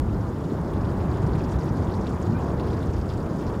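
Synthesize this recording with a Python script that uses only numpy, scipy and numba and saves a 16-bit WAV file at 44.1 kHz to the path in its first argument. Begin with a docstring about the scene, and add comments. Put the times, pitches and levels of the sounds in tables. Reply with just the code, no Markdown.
"""A long, deep, dull rumble rolls in with soft booms: far across calm water a glacier face has shed ice.
The roar is noise in bands of flickering, uneven level; the booms of falling blocks are low damped sines.
Close by, melting floes fizz: air bubbles burst as tiny damped sines, all but the thin ticks echoed twice.
Once a faint whistle of short rising tones sounds.
A faint smooth hiss of air and microphone, made of shaped noise, lies underneath."""
import sys
import numpy as np
from scipy import signal
from scipy.fft import rfft, irfft
from scipy.io import wavfile
from scipy.ndimage import uniform_filter1d
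from numba import njit

SR = 44100
rng = np.random.default_rng(int(sys.argv[2]) if len(sys.argv) > 2 else 0)


def natural_amplitude(level_db):
    """Convert a level in decibels to a linear amplitude factor, elementwise."""
    exponent = np.asarray(level_db, float) / 20
    return 10 ** exponent


def put_to_file(sound):
    """Save the sound as 16-bit audio at rate SR, in the file named by the first command-line argument."""
    columns = np.atleast_2d(sound).T  # one column per channel
    safe = np.clip(columns, -1, 1)
    whole_steps = np.round(safe * 32767)
    wavfile.write(sys.argv[1], SR, whole_steps.astype(np.int16))


N = 158760
T = np.arange(N) / SR  # seconds
HZ = np.maximum(np.fft.rfftfreq(N, 1 / SR), 1)

# spectrum shape of the roar, dulled by distance: pitch_hz, relative level_db per Hz
ROAR_SPECTRUM = [(14, -18), (30, -4), (45, -8.5), (70, -1), (120, -2), (176, -2.5), (246, -7.5), (334, -8),
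                 (481, -15), (730, -20), (965, -20), (1510, -30), (1900, -37), (2300, -44), (3500, -76)]
# level of the roar at points in time, partly the chance unevenness of its noise:
# time_s, deep level_db, middle level_db, upper level_db
ROAR_LEVEL = [(0.03, -23, -30, -34.5), (0.33, -32, -31.5, -34), (0.38, -33.5, -31, -34.5),
              (0.5, -30.5, -30, -33.5), (1.36, -25.5, -27, -30.5), (1.51, -30.5, -29, -32.5),
              (1.57, -24.5, -31.5, -32), (1.66, -36, -29.5, -31.5), (1.71, -26.5, -27.5, -31),
              (2.22, -30, -29.5, -32.5), (2.29, -28, -27.5, -32.5), (2.47, -30, -28.5, -30.5),
              (3.17, -27.5, -30.5, -34), (3.18, -25.5, -30.5, -32.5), (3.38, -36.5, -28.5, -33.5),
              (3.5, -22, -28, -30.5), (3.55, -36, -39, -31), (3.57, -31.5, -31, -34)]
# spectrum shape of the hiss: pitch_hz, relative level_db per Hz
HISS_SPECTRUM = [(1500, -14), (3000, 4), (5000, -2), (8000, -7.5), (11000, -7.5), (16000, -11.5)]
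# activity of the fizz at points in time: time_s, level_db (rms)
FIZZ_LEVEL = [(0, -62), (.5, -59.5), (1.1, -58), (1.55, -55), (1.8, -56.5), (2.1, -55), (2.4, -58),
              (2.7, -56.5), (3.1, -57), (3.3, -58.5), (3.5, -56), (3.6, -58.5)]
# two quick reflections of a bubble: delay_s, level_db relative to the pop
REFLECTIONS = [(.0047, -3), (.0103, -7)]
# soft booms of falling blocks: start_s, level_db (envelope peak), pitch_hz
BOOM_HITS = [(.05, -42, 62), (.12, -19.5, 63.4), (.49, -20, 335), (.52, -13, 301), (.55, -22.5, 362),
             (1.23, -15, 98), (1.29, -33, 70.5), (1.55, -13, 87), (1.703, -14.5, 153), (1.79, -19, 119),
             (2.294, -9, 170), (2.318, -14.5, 101), (2.88, -17, 78), (2.98, -15.5, 87), (3.15, -22, 75),
             (3.31, -22.5, 204)]
# the loudest bubble pops: start_s, level_db (envelope peak), pitch_hz
LOUD_POPS = [(0.289, -47, 6200), (0.5013, -42, 3740), (0.544, -46, 3850), (0.7363, -38.5, 3160),
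             (0.7672, -43, 3640), (0.85, -41, 3330), (1.0067, -53, 4720), (1.1134, -40, 4070),
             (1.1423, -42, 3340), (1.172, -43, 6300), (1.2282, -52, 4480), (1.2654, -40, 5200),
             (1.294, -39, 3300), (1.3343, -36, 3900), (1.4158, -50, 4740), (1.4397, -36, 4710),
             (1.4691, -49.5, 3590), (1.4927, -42, 6630), (1.5225, -40, 5200), (1.5874, -40, 3700),
             (1.5885, -44, 5900), (1.6114, -38, 4720), (1.619, -47, 5900), (1.633, -38, 5570),
             (1.6922, -38, 5260), (1.7949, -48, 4290), (1.8717, -39, 3320), (1.94, -34, 4200),
             (2.0125, -40, 5700), (2.045, -42, 4000), (2.0693, -30, 3550), (2.074, -42, 6800),
             (2.0793, -48, 4610), (2.1048, -45, 6870), (2.1153, -44, 4400), (2.1979, -53, 3200),
             (2.2259, -35, 6200), (2.3087, -43, 4500), (2.484, -42, 5200), (2.5786, -44, 3590),
             (2.598, -32.5, 3600), (2.634, -54, 3840), (2.7044, -37.5, 3180), (2.733, -37, 3660),
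             (2.7422, -44, 4730), (2.7811, -54, 4680), (2.8101, -56, 5540), (2.829, -35, 3500),
             (2.936, -36, 5400), (3.0137, -37, 4600), (3.0918, -33, 4580), (3.1009, -35, 3240),
             (3.1378, -51, 4150), (3.1742, -41, 7000), (3.2037, -40, 4340), (3.3344, -57, 3310),
             (3.4, -51, 4720), (3.4668, -37, 5000), (3.5449, -42, 3100)]
# the loudest thin ticks of very small bubbles: start_s, level_db (envelope peak), pitch_hz
LOUD_TICKS = [(0.615, -45, 8970), (0.735, -43, 9260), (1.2287, -47, 8780), (1.2726, -43, 8440),
              (1.3109, -49, 9200), (1.4371, -45, 8760), (1.4625, -46, 14500), (1.4645, -51, 9500),
              (1.5219, -47, 9110), (1.5275, -48, 9500), (1.5588, -43, 11000), (1.5985, -48, 12000),
              (1.6458, -42, 11800), (1.6583, -42, 11800), (1.73, -52, 8800), (1.9569, -49, 8820),
              (2.146, -46, 8870), (2.149, -45, 9300), (2.217, -39, 8320), (2.4957, -46, 9040),
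              (3.0026, -50, 8880), (3.4181, -52, 10100)]
# tones of the whistle: start_s, length_s, level_db (peak), start pitch_hz, end pitch_hz
WHISTLE_TONES = [(2.338, .036, -39, 1480, 1560), (2.342, .04, -51.5, 2380, 2410),
                 (2.372, .02, -51, 2480, 2580)]
# response of the microphone: pitch_hz, gain level_db
MICROPHONE_RESPONSE = [(10, -24), (28, -10), (42, 0), (2600, -.5), (3400, -.5), (4200, -2.5), (4700, .5),
                       (5600, 0), (6150, -2), (6750, 2.5), (7800, -.5), (9300, 0), (10300, -.5), (22050, 0)]

SPLIT_HZ = 117.8  # top of the deep part; the upper part starts four thirds of an octave above
ROAR_FLICKER_DB, ROAR_FLICKER_PER_S = 0.83, 8.94  # dB per unit of the random walk
HISS_DB = -60.5  # rms
POP_CYCLES, TICK_CYCLES, BOOM_CYCLES = 3.6, 4.5, 1.3  # periods in which the fall reaches 1 / e^2
POP_GLIDE = .02  # share of the pitch gained per cycle
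SNAP_DB, SNAP_PITCH, SNAP_CYCLES = -27, 1.35, 1.6  # relative to the pop; pitch is a ratio
ECHO_SCATTER_S, ECHO_SCATTER_DB, ECHO_DETUNE = .0005, 2, .07  # standard deviations; detune is a ratio
FIZZ_COUNT = 3200
FIZZ_HZ, FIZZ_OCTAVES = 5100, .66  # middle pitch and its spread
FIZZ_BUNCH_DB, FIZZ_BUNCH_PER_S = 3, 70  # dB per unit of the random walk
# relative levels inside the fizz: mean excess, cap before tilt, tilt per octave above the middle pitch
FIZZ_SCATTER_DB, FIZZ_MOST_DB, FIZZ_TILT_DB = 4.2, 12.5, -4.5
TAIL_DB, TAIL_T60_S = -14, .04  # scatter among the floes


def curve(table, column=1):
    """A table column joined by straight lines in time."""
    rows = np.array(table, float)
    return np.interp(T, rows[:, 0], rows[:, int(column)])


def colour(points):
    """Gain per frequency from (Hz, dB) points, joined over log frequency, -90 dB outside them."""
    hz, db = np.array(points, float).T
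    return natural_amplitude(np.interp(np.log(HZ), np.log(hz), db, left=-90, right=-90))


def unit(x):
    """Scale to rms 1."""
    return x / np.sqrt(np.mean(x ** 2))


def walk(rate):
    """Random levels, each held for 1 / rate seconds, then smoothed twice over that time."""
    hold = int(SR / rate)
    steps = np.repeat(rng.standard_normal(N // hold + 1), hold)
    return uniform_filter1d(uniform_filter1d(steps, hold), hold)[:N]


@njit
def grains(n, at, size, hz, cycles, glide):
    """Damped sines: one cycle of rise, then a fall by 1 / e every cycles / 2 periods, pitch gliding up."""
    out = np.zeros(n)
    for k in range(len(at)):
        period = SR / hz[k]
        for j in range(int(period * (1 + 3 * cycles))):
            i = at[k] + j
            c = j / period
            if i < n:
                env = np.sin(np.pi * c / 2) ** 2 if c < 1 else np.exp(-2 * (c - 1) / cycles)
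                out[i] += size[k] * env * np.sin(2 * np.pi * c * (1 + glide * c / 2))
    return out


def play(table, cycles, glide=0.):
    """Rows of start_s, level_db, pitch_hz as damped sines."""
    s, db, hz = np.array(table, float).T
    return grains(N, (s * SR).astype(np.int64), natural_amplitude(db), 1. * hz, float(cycles), float(glide))


def echoed(table, cycles, glide=0.):
    """Bubbles with the bright snap of their tearing film, and reflections random in lag, level and pitch."""
    s, db, hz = np.array(table, float).T
    snap = np.c_[s, db + SNAP_DB, np.minimum(hz * SNAP_PITCH, .4 * SR)]
    out = play(table, cycles, glide) + play(snap, SNAP_CYCLES)
    for delay_s, echo_db in REFLECTIONS:
        scatter = rng.standard_normal((len(s), 3)).T
        echo_s = s + delay_s + ECHO_SCATTER_S * scatter[0]
        level_db = db + echo_db + ECHO_SCATTER_DB * scatter[1]
        pitch_hz = hz * (1 + ECHO_DETUNE * scatter[2])
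        out = out + play(np.c_[echo_s, level_db, pitch_hz], cycles, glide)
    return out


def roar():
    """Third-octave bands of noise, each flickering alone; deep, middle and upper part have their own levels."""
    spectrum = rfft(rng.standard_normal(N)) * colour(ROAR_SPECTRUM)
    parts = np.zeros((3, N))
    for third in np.arange(-9, 17):
        # overlapping triangles that crossfade from band to band
        share = np.clip(1 - np.abs(3 * np.log2(HZ / SPLIT_HZ) - third - .5), 0, 1)
        flicker = natural_amplitude(ROAR_FLICKER_DB * walk(ROAR_FLICKER_PER_S))
        part = int(third >= 0) + int(third >= 4)  # deep, middle or upper
        parts[part] += irfft(spectrum * share, N) * flicker
    return sum(unit(part) * natural_amplitude(curve(ROAR_LEVEL, column=k + 1)) for k, part in enumerate(parts))


def hiss():
    """Smooth treble floor of air and microphone: steady shaped noise."""
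    noise = irfft(rfft(rng.standard_normal(N)) * colour(HISS_SPECTRUM), N)
    return natural_amplitude(HISS_DB) * unit(noise)


def fizz():
    """Thousands of small bubbles bursting in bunches, a few louder than the rest."""
    place, chance = rng.random((FIZZ_COUNT, 2)).T
    octave = FIZZ_OCTAVES * rng.standard_normal(FIZZ_COUNT)
    hz = np.clip(FIZZ_HZ * 2 ** octave, 1800, 15000)
    bunch_db = FIZZ_BUNCH_DB * walk(FIZZ_BUNCH_PER_S)[(place * N).astype(int)]
    excess_db = -FIZZ_SCATTER_DB * np.log(1 - chance)
    db = np.minimum(bunch_db + excess_db, FIZZ_MOST_DB) + FIZZ_TILT_DB * np.maximum(octave, 0)
    bursts = echoed(np.c_[place * N / SR, db, hz], POP_CYCLES, POP_GLIDE)
    return unit(bursts) * natural_amplitude(curve(FIZZ_LEVEL))


def booms():
    """Falling blocks: low, strongly damped sines."""
    return play(BOOM_HITS, BOOM_CYCLES)


def pops():
    """Trapped air bursting: damped sines gliding up, with snap and reflections."""
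    return echoed(LOUD_POPS, POP_CYCLES, POP_GLIDE)


def ticks():
    """Very small bubbles: thin, high damped sines of steady pitch."""
    return play(LOUD_TICKS, TICK_CYCLES)


def bubbles():
    """Fizz, pops and ticks, scattered among the floes into a short diffuse tail of decaying noise."""
    direct = fizz() + pops() + ticks()
    t = T[:SR // 10]
    tail = rng.standard_normal(len(t)) * natural_amplitude(-60 * t / TAIL_T60_S)
    tail = tail / np.sqrt(np.sum(tail ** 2))
    return direct + natural_amplitude(TAIL_DB) * signal.fftconvolve(direct, tail)[:N]


def whistle():
    """Short tones that swell and fade as half a sine while the pitch rises a little."""
    out = np.zeros(N)
    for s, length, db, start_hz, end_hz in WHISTLE_TONES:
        u = np.clip((T - s) / length, 0, 1)  # progress through the tone
        envelope = np.abs(np.sin(np.pi * u))
        turns = length * u * (start_hz + (end_hz - start_hz) * u / 2)
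        out += natural_amplitude(db) * envelope * np.sin(2 * np.pi * turns)
    return out


def scene():
    """Everything at one microphone."""
    return (roar() + hiss() + booms() + bubbles() + whistle())[None]


def roll_off(x):
    """The treble ends steeply here."""
    return signal.sosfilt(signal.butter(12, 15750, fs=SR, output="sos"), x)


def record(dry):
    """The microphone loses the deepest bass and has a ripple in the treble."""
    mix = irfft(rfft(dry) * colour(MICROPHONE_RESPONSE), N)
    return roll_off(mix)


dry = scene()
out = record(dry)
put_to_file(out)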